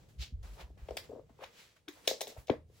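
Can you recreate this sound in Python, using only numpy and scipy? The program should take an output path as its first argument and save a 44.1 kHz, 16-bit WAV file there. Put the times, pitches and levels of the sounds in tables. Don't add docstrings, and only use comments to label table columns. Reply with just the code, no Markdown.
import sys
import numpy as np
from scipy import signal
from scipy.fft import rfft, irfft, next_fast_len
from scipy.io import wavfile
from scipy.ndimage import uniform_filter1d

SR = 44100
rng = np.random.default_rng(int(sys.argv[2]) if len(sys.argv) > 2 else 0)


def undo_db(level):
    steps = np.asarray(level, float) / 20
    return 10 ** steps


def wav_out(sig):
    wavfile.write(sys.argv[1], SR, np.round(np.clip(np.atleast_2d(sig).T, -1, 1) * 32767).astype(np.int16))


N = 123479

# time in seconds, level in dB.
GRIP_LEVEL = [(0, -62), (.7, -60), (1.1, -62.5), (1.3, -65), (1.45, -70), (1.55, -78.5), (1.8, -75.5),
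              (1.95, -72.5), (2.3, -80.5), (2.42, -63.5), (2.47, -72), (2.55, -58), (2.8, -68)]
# frequency in Hz, density in dB per Hz.
GRIP_SPECTRUM = [(25, -21.5), (60, -4), (130, -5), (250, -21.5), (600, -29), (1200, -67)]
# peak time in seconds, peak in dB, pitch in Hz, width in seconds.
BUMPS = [(0.208, -33.5, 61.8, 0.016), (0.349, -32.5, 65, 0.011), (0.202, -45.5, 128, 0.0047),
         (0.331, -42, 133, 0.0035), (0.3288, -51, 219, 0.0049), (0.371, -39, 74, 0.009),
         (0.395, -39, 59, 0.008), (0.416, -40.5, 60, 0.0035), (0.449, -39.5, 61, 0.012),
         (0.513, -43, 49.5, 0.031), (0.646, -41, 60.6, 0.0096), (0.719, -47, 58.6, 0.015),
         (0.835, -39, 57.7, 0.0084), (0.922, -43, 62, 0.012), (1.462, -57, 77, 0.0052),
         (2.386, -40.5, 80, 0.0043), (2.402, -48, 60, 0.0057), (2.509, -30, 124.3, 0.0034),
         (2.593, -59.5, 80.1, 0.077)]
# time in seconds, level in dB.
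AIR_LEVEL = [(0, -67), (.15, -77), (.36, -82), (0.501, -69), (.62, -75), (0.721, -92), (.8, -72),
             (.9, -65.5), (1.049, -63.5), (1.248, -78), (1.5, -67), (1.84, -82.5), (2.05, -65),
             (2.298, -62), (2.42, -69.5), (2.52, -82.5), (2.659, -82.5), (2.8, -74.5)]
# frequency in Hz, density in dB per Hz.
AIR_SPECTRUM = [(88, -40), (150, -10), (282, -7.5), (481, -3), (1180, -17.5), (3100, -19.5), (8000, -24),
                (9000, -32.5), (16500, -28)]
# peak time in seconds, rms in dB, rise in seconds, fall t60 in seconds, centre in Hz.
SCUFFS = [(0.036, -72.5, 0.013, 0.061, 595), (0.089, -70, 0.009, 0.47, 2840),
          (2.054, -58, 0.023, 0.23, 2150), (0.227, -45, 0.053, 0.19, 3430),
          (0.429, -63.5, 0.0035, 0.97, 2850), (0.541, -65, 0.037, 0.35, 5000),
          (0.986, -53.5, 0.013, 0.12, 10500), (2.39, -61.5, .06, 0.25, 11030),
          (0.612, -54.5, 0.055, .15, 2340), (.776, -67, 0.0032, 1, 880), (1.048, -62, 0.049, 0.11, 2350),
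          (1.30, -69, 0.019, 0.11, 570), (1.438, -54, 0.072, 0.22, 1500), (1.60, -58.5, 0.14, 0.52, 2670),
          (1.767, -66.5, 0.02, 0.11, 1500), (1.927, -64.5, 0.032, 1, 3370),
          (2.10, -39.5, 0.019, 0.23, 4610), (2.30, -55, 0.057, 0.22, 3750), (2.375, -59.5, .01, 0.15, 1078),
          (2.778, -68.5, 0.14, 0.56, 3660), (0.437, -60.5, 0.0075, 0.56, 670),
          (0.599, -54, 0.057, 0.27, 576), (1.166, -82, 0.11, 0.1, 440), (1.978, -64.5, 0.074, .3, 700),
          (2.509, -60.5, 0.0071, 0.26, 1500)]
# start in seconds, peak in dB, pitch in Hz.
KNOCKS = [(0.701, -56.5, 330), (.7025, -59.5, 624), (0.771, -58.5, 497), (.958, -50.5, 350),
          (1.118, -46, 530), (1.15, -44, 460), (1.1935, -42, 510), (1.295, -56, 645), (1.301, -58, 234),
          (1.389, -53.5, 800), (1.3915, -51, 450), (1.402, -53, 620), (1.409, -49.5, 1030),
          (1.412, -53.5, 398), (1.437, -40.5, 814), (2.097, -41, 530), (2.135, -50, 533), (2.144, -46, 520),
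          (0.8865, -35.5, 520), (0.9072, -33.5, 520), (.914, -45, 607), (0.9195, -42.5, 527),
          (0.969, -35, 610), (2.2065, -41.5, 616), (2.217, -47, 487), (2.227, -44.5, 510),
          (2.232, -52, 504), (2.239, -57, 560), (2.2705, -42, 574), (2.284, -53, 414), (2.291, -57.5, 407),
          (2.299, -52, 550), (2.315, -51.5, 524), (2.324, -50.5, 570), (2.3645, -45.5, 595),
          (2.698, -58.5, 436),
          (2.0750, -24, 546),
    (2.1111, -28.5, 519),
    (2.2125, -33, 587),
    (2.277, -43.5, 500),
    (2.371, -48, 620),
    (2.481, -47, 570),
    (2.489, -44, 561),
    (2.507, -46, 328),
    (2.515, -38, 500),
    (2.536, -40.5, 617),
]
# start in seconds, peak in dB, pitch in Hz.
SLIPS = [(1.093, -44.5, 490), (1.099, -48, 420), (1.107, -51, 506), (1.115, -47, 630), (1.126, -48, 542),
         (1.130, -41, 471), (1.137, -56, 405), (1.158, -44.5, 575), (1.172, -45.5, 537), (1.183, -48, 389),
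         (1.419, -43.5, 596), (1.423, -45, 627), (1.429, -49, 694), (1.434, -48, 638), (1.877, -48.5, 329),
         (1.884, -43, 342), (1.088, -54, 281), (1.125, -53, 283), (1.155, -55, 257), (2.088, -36, 520),
         (2.124, -39, 517)]
# start in seconds, peak in dB, contact length in seconds, tilt in dB per octave.
STRIKES = [(0.884, -46, 0.0095, -5.5), (.907, -46.5, 0.0033, -2.5), (0.9687, -26, 0.0034, 1),
           (0.9721, -27.5, 0.0027, -3.5), (1.436, -41, 0.011, -2.5), (1.88, -37, 0.0065, -11),
           (1.8848, -32, 0.0008, 4), (2.0746, -16, 0.0017, 3), (2.0769, -12.5, 0.0019, 2),
           (2.0795, -22, 0.0027, 0.5), (2.111, -49.5, 0.0059, -1.5), (2.207, -26, 0.0022, 2.5),
           (2.212, -25.5, 0.0075, 5.5), (2.27, -36.5, 0.0026, 0), (2.276, -36.5, 0.0071, 9),
           (2.469, -48.5, 0.012, 3), (2.48, -43.5, 0.011, -4), (2.496, -28, 0.0069, -11.5)]
# frequency in Hz, level in dB, t60 in seconds.
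PIN_MODES = [(1500, -10, 0.0059), (2280, 1, 0.0039), (3004, 10.5, 0.003), (3550, 11.5, 0.0026),
             (4360, 3.5, 0.0038), (5470, 0.5, 0.0032), (6736, -3.5, 0.0048), (7280, -23, 0.011),
             (11340, -33.5, 0.00063), (14100, -18, 0.0082)]
# frequency in Hz, t60 in seconds.
ROOM_T60 = [(150, 0.2), (500, 0.19), (2000, 0.19), (5000, 0.18), (12000, 0.16)]
# frequency in Hz, side minus mid in dB.
WIDTH = [(100, -10.5), (500, -5), (1500, -1.5), (5000, -4), (9000, 0), (14000, 3)]
# lower edge in Hz, upper edge in Hz.
LOST_BANDS = [(8450, 9550), (12500, 13650), (15900, 23000)]
ATTACKS = [
    .886,
    .907,
    .969,
    1.883,
    2.074,
    2.078,
    2.207,
    2.213,
    2.471,
    2.497,
]

SCUFF_OCTAVES, NARROWING = 1.276, 0.27
SKIRT_DB, SKIRT_TILT_DB, DULLING_DB, FOCUS = -8, -2, 6, 0.61
GRAIN_DB = 1
KNOCK_CYCLES, KNOCK_SAG = 3.22, 0.7
SLIP_CYCLES, SLIP_SAG = 5.6, 0.15
SWELL_SKEW, SWELL_EDGE = 0.87, 1.51
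BOARD_DB, BOARD_CUT = 2, 0.5
TICK_DB, TICK_HZ, TICK_S = -15.5, 880, 0.0053
CHATTER_PER_S, CRACK_DB = 5100, -8.5
EARLY_UNTIL_S, EARLY_SHIFT, EARLY_CRACK_DB = 1.0, 0.91, 7
PIN_BAND_HZ = [740, 11400]
THUMP_S, THUMP_DB, THUMP_T60_S = 2.4962, -18, 0.032
SWEEP_FROM_HZ, SWEEP_TO_HZ, SWEEP_S = 1067, 221, 0.00372
ROOM_DB, ROOM_GAP_S = 2.5, 0.0011
BOARD_WET_DB, THUMP_WET_DB = -6, -6.5
PIN_PAN_DB, PIN_LEAD_SAMPLES, FLOOR_PAN_DB = 2.5, 1.6, 2.5
KEPT_S = 0.006
LEFT_RIGHT = np.array([[1], [-1]])


def rms_one(x):
    return x / np.sqrt(np.mean(x ** 2) + 1e-20)


def at_hz(points, hz):
    p = np.array(points, float)
    return np.interp(np.log(np.maximum(hz, 1)), np.log(p[:, 0]), p[:, 1])


def coloured(x, points):
    n = x.shape[-1]
    hz = np.arange(n // 2 + 1) * SR / n
    return irfft(rfft(x) * undo_db(at_hz(points, hz)), n)


def stereo(points, n):
    mid, side = coloured(rng.standard_normal((2, n)), points)
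    scale = np.sqrt(np.mean(mid ** 2))
    return (mid + coloured(side, WIDTH) * LEFT_RIGHT) / scale


def ring(clicks, hz, t60):
    radius = undo_db(-60 / (t60 * SR))
    w = 2 * np.pi * hz / SR
    return signal.lfilter([0, np.sin(w)], [1, -2 * radius * np.cos(w), radius * radius], clicks + 1e-18)


def add(out, s, x):
    i = max(int(s * SR), 0)
    out[..., i:i + x.shape[-1]] += x[..., :out.shape[-1] - i]


def handling():
    t = np.arange(N) / SR
    bumps = np.zeros(N)
    for s, db, hz, width in BUMPS:
        envelope = np.exp(-0.5 * ((t - s) / width) ** 2)
        bumps += undo_db(db) * envelope * np.cos(2 * np.pi * hz * (t - s))
    delayed_side = undo_db(-15.0) * np.roll(bumps, shift=180) * LEFT_RIGHT
    grip = undo_db(np.interp(t, *np.transpose(GRIP_LEVEL))) * stereo(GRIP_SPECTRUM, N)
    return bumps + delayed_side + grip


def room_air():
    level = np.interp(np.arange(N) / SR, *np.transpose(AIR_LEVEL))
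    return undo_db(level) * stereo(AIR_SPECTRUM, N)


def scuffs():
    out, t = np.zeros((2, N)), np.arange(SR) / SR
    hz = np.geomspace(150, 17000, num=24)
    for s, db, rise, t60, centre_hz in SCUFFS:
        rise = np.clip(rise, 0.003, s)
        octaves = SCUFF_OCTAVES * undo_db(-NARROWING * (db + 66.5))
        hump = np.exp(-(np.log2(hz / centre_hz) / octaves) ** 2)
        skirt_db = SKIRT_DB + DULLING_DB * np.log2(centre_hz / 2000) - FOCUS * (db + 65.5)
        skirt = undo_db(2 * (skirt_db + SKIRT_TILT_DB * np.log2(hz / 2000)))
        spectrum = np.c_[hz, 10 * np.log10(hump + skirt)]
        envelope = np.where(t < rise, (t / rise) ** 2, undo_db(-60 * (t - rise) / t60))
        grain = undo_db(GRAIN_DB * rms_one(uniform_filter1d(rng.standard_normal(SR), size=150)))
        add(out, s - rise, undo_db(db) * envelope * grain * stereo(spectrum, SR))
    return out


def board_burst(hz, cycles, sag):
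    t = np.arange(SR // 20) / SR
    progress = np.clip(t * hz / cycles, 0, 1)
    phase = 2 * np.pi * np.cumsum(hz * (1 + sag * (0.5 - progress))) / SR
    swell = np.abs(np.sin(np.pi * progress ** SWELL_SKEW)) ** SWELL_EDGE
    tick = ring(rng.standard_normal(len(t)), TICK_HZ, 0.003)
    tick = rms_one(ring(tick, TICK_HZ, 0.003))
    tick = undo_db(TICK_DB) * tick * np.exp(-t / TICK_S) * np.clip(t * 2000, 0, 1)
    low_cut = signal.butter(3, BOARD_CUT * hz, "high", fs=SR, output="sos")
    return signal.sosfilt(low_cut, tick - swell * np.sin(phase))


def boards():
    out = np.zeros(N)
    for s, db, hz in KNOCKS:
        add(out, s, undo_db(db + BOARD_DB) * board_burst(hz, KNOCK_CYCLES, KNOCK_SAG))
    for s, db, hz in SLIPS:
        add(out, s, undo_db(db + BOARD_DB) * board_burst(hz, SLIP_CYCLES, SLIP_SAG))
    return out


def pin():
    near, far, t = np.zeros(N), np.zeros(N), np.arange(SR // 20) / SR
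    band = signal.butter(2, PIN_BAND_HZ, "band", fs=SR, output="sos")
    tap = 1.0 * (t == 0)
    for s, db, length, tilt_db in STRIKES:
        chance, size = rng.random(len(t)), rng.standard_normal(len(t))
        contact = np.sin(np.pi * np.clip(t / length, 0, 1)) ** 0.5
        touches = size * (chance < CHATTER_PER_S / SR) * contact
        early = s < EARLY_UNTIL_S
        crack = undo_db(CRACK_DB + EARLY_CRACK_DB * early + 2 * tilt_db) * 10 * np.diff(tap, prepend=0)
        body, blur = crack.copy(), crack.copy()
        for k, (hz, mode_db, t60) in enumerate(PIN_MODES):
            hz = hz * (EARLY_SHIFT if early else 1)
            gain = undo_db(mode_db + tilt_db * np.log2(hz / 4000)) * (-1) ** k
            body += gain * ring(tap, hz, t60)
            blur += undo_db(15.5) * gain * ring(tap, hz, t60 / 2)
        x = signal.sosfilt(band, signal.fftconvolve(touches, body)[:len(t)])
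        x = undo_db(db) * x / np.abs(x).max()
        add(near, s, x)
        add(far, s, rms_one(signal.sosfilt(band, blur)) * np.std(x))
    return near, far


def thump():
    out, t = np.zeros(N), np.arange(SR // 5) / SR
    hz = SWEEP_TO_HZ + (SWEEP_FROM_HZ - SWEEP_TO_HZ) * np.exp(-t / SWEEP_S)
    onset = 1 - np.exp(-(t / 0.0013) ** 2)
    decay = undo_db(-60 * np.maximum(t - 0.006, 0) / THUMP_T60_S)
    add(out, THUMP_S, undo_db(THUMP_DB) * onset * decay * np.sin(2 * np.pi * np.cumsum(hz) / SR))
    return out


def room(x):
    t, n = np.arange(SR // 2) / SR, next_fast_len(N + SR)
    white = stereo([(100, 0.046), (16000, 0.045)], len(t))
    tail = np.zeros((2, len(t)))
    for low in 90 * 2.0 ** np.arange(8):
        octave = signal.butter(2, [low, min(2 * low, 19000)], "band", fs=SR, output="sos")
        tail += signal.sosfilt(octave, white) * undo_db(-60 * t / at_hz(ROOM_T60, 1.4 * low))
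    tail = tail * np.clip(t / ROOM_GAP_S, 0, 1)
    tail = tail / np.sqrt(np.sum(tail ** 2) / 2)
    return undo_db(ROOM_DB) * irfft(rfft(x, n) * rfft(tail, n), n)[:, :N]


def scene():
    background = handling() + room_air() + scuffs()
    knocks, (near, far), blow = boards(), pin(), thump()
    samples = np.arange(N)
    leading = np.interp(samples + PIN_LEAD_SAMPLES, samples, near)
    direct = np.array([leading, near]) * undo_db(PIN_PAN_DB * LEFT_RIGHT)
    direct = direct + (knocks + blow) * undo_db(FLOOR_PAN_DB * LEFT_RIGHT)
    reply = room(far + undo_db(BOARD_WET_DB) * knocks + undo_db(THUMP_WET_DB) * blow)
    return direct + reply + background


def top_cut(x):
    return signal.sosfilt(signal.butter(12, 16700, fs=SR, output="sos"), x)


def record(dry):
    hz, t = np.arange(N // 2 + 1) * SR / N, np.arange(N) / SR
    in_lost_band = sum((hz > low) & (hz < high) for low, high in LOST_BANDS)
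    lost = irfft(rfft(dry) * in_lost_band, N)
    at_attack = sum((t > s) & (t < s + KEPT_S) for s in ATTACKS) > 0
    kept = uniform_filter1d(at_attack * 1.0, size=90)
    return top_cut(dry - lost * (1 - kept))


dry = scene()
out = record(dry)
wav_out(out)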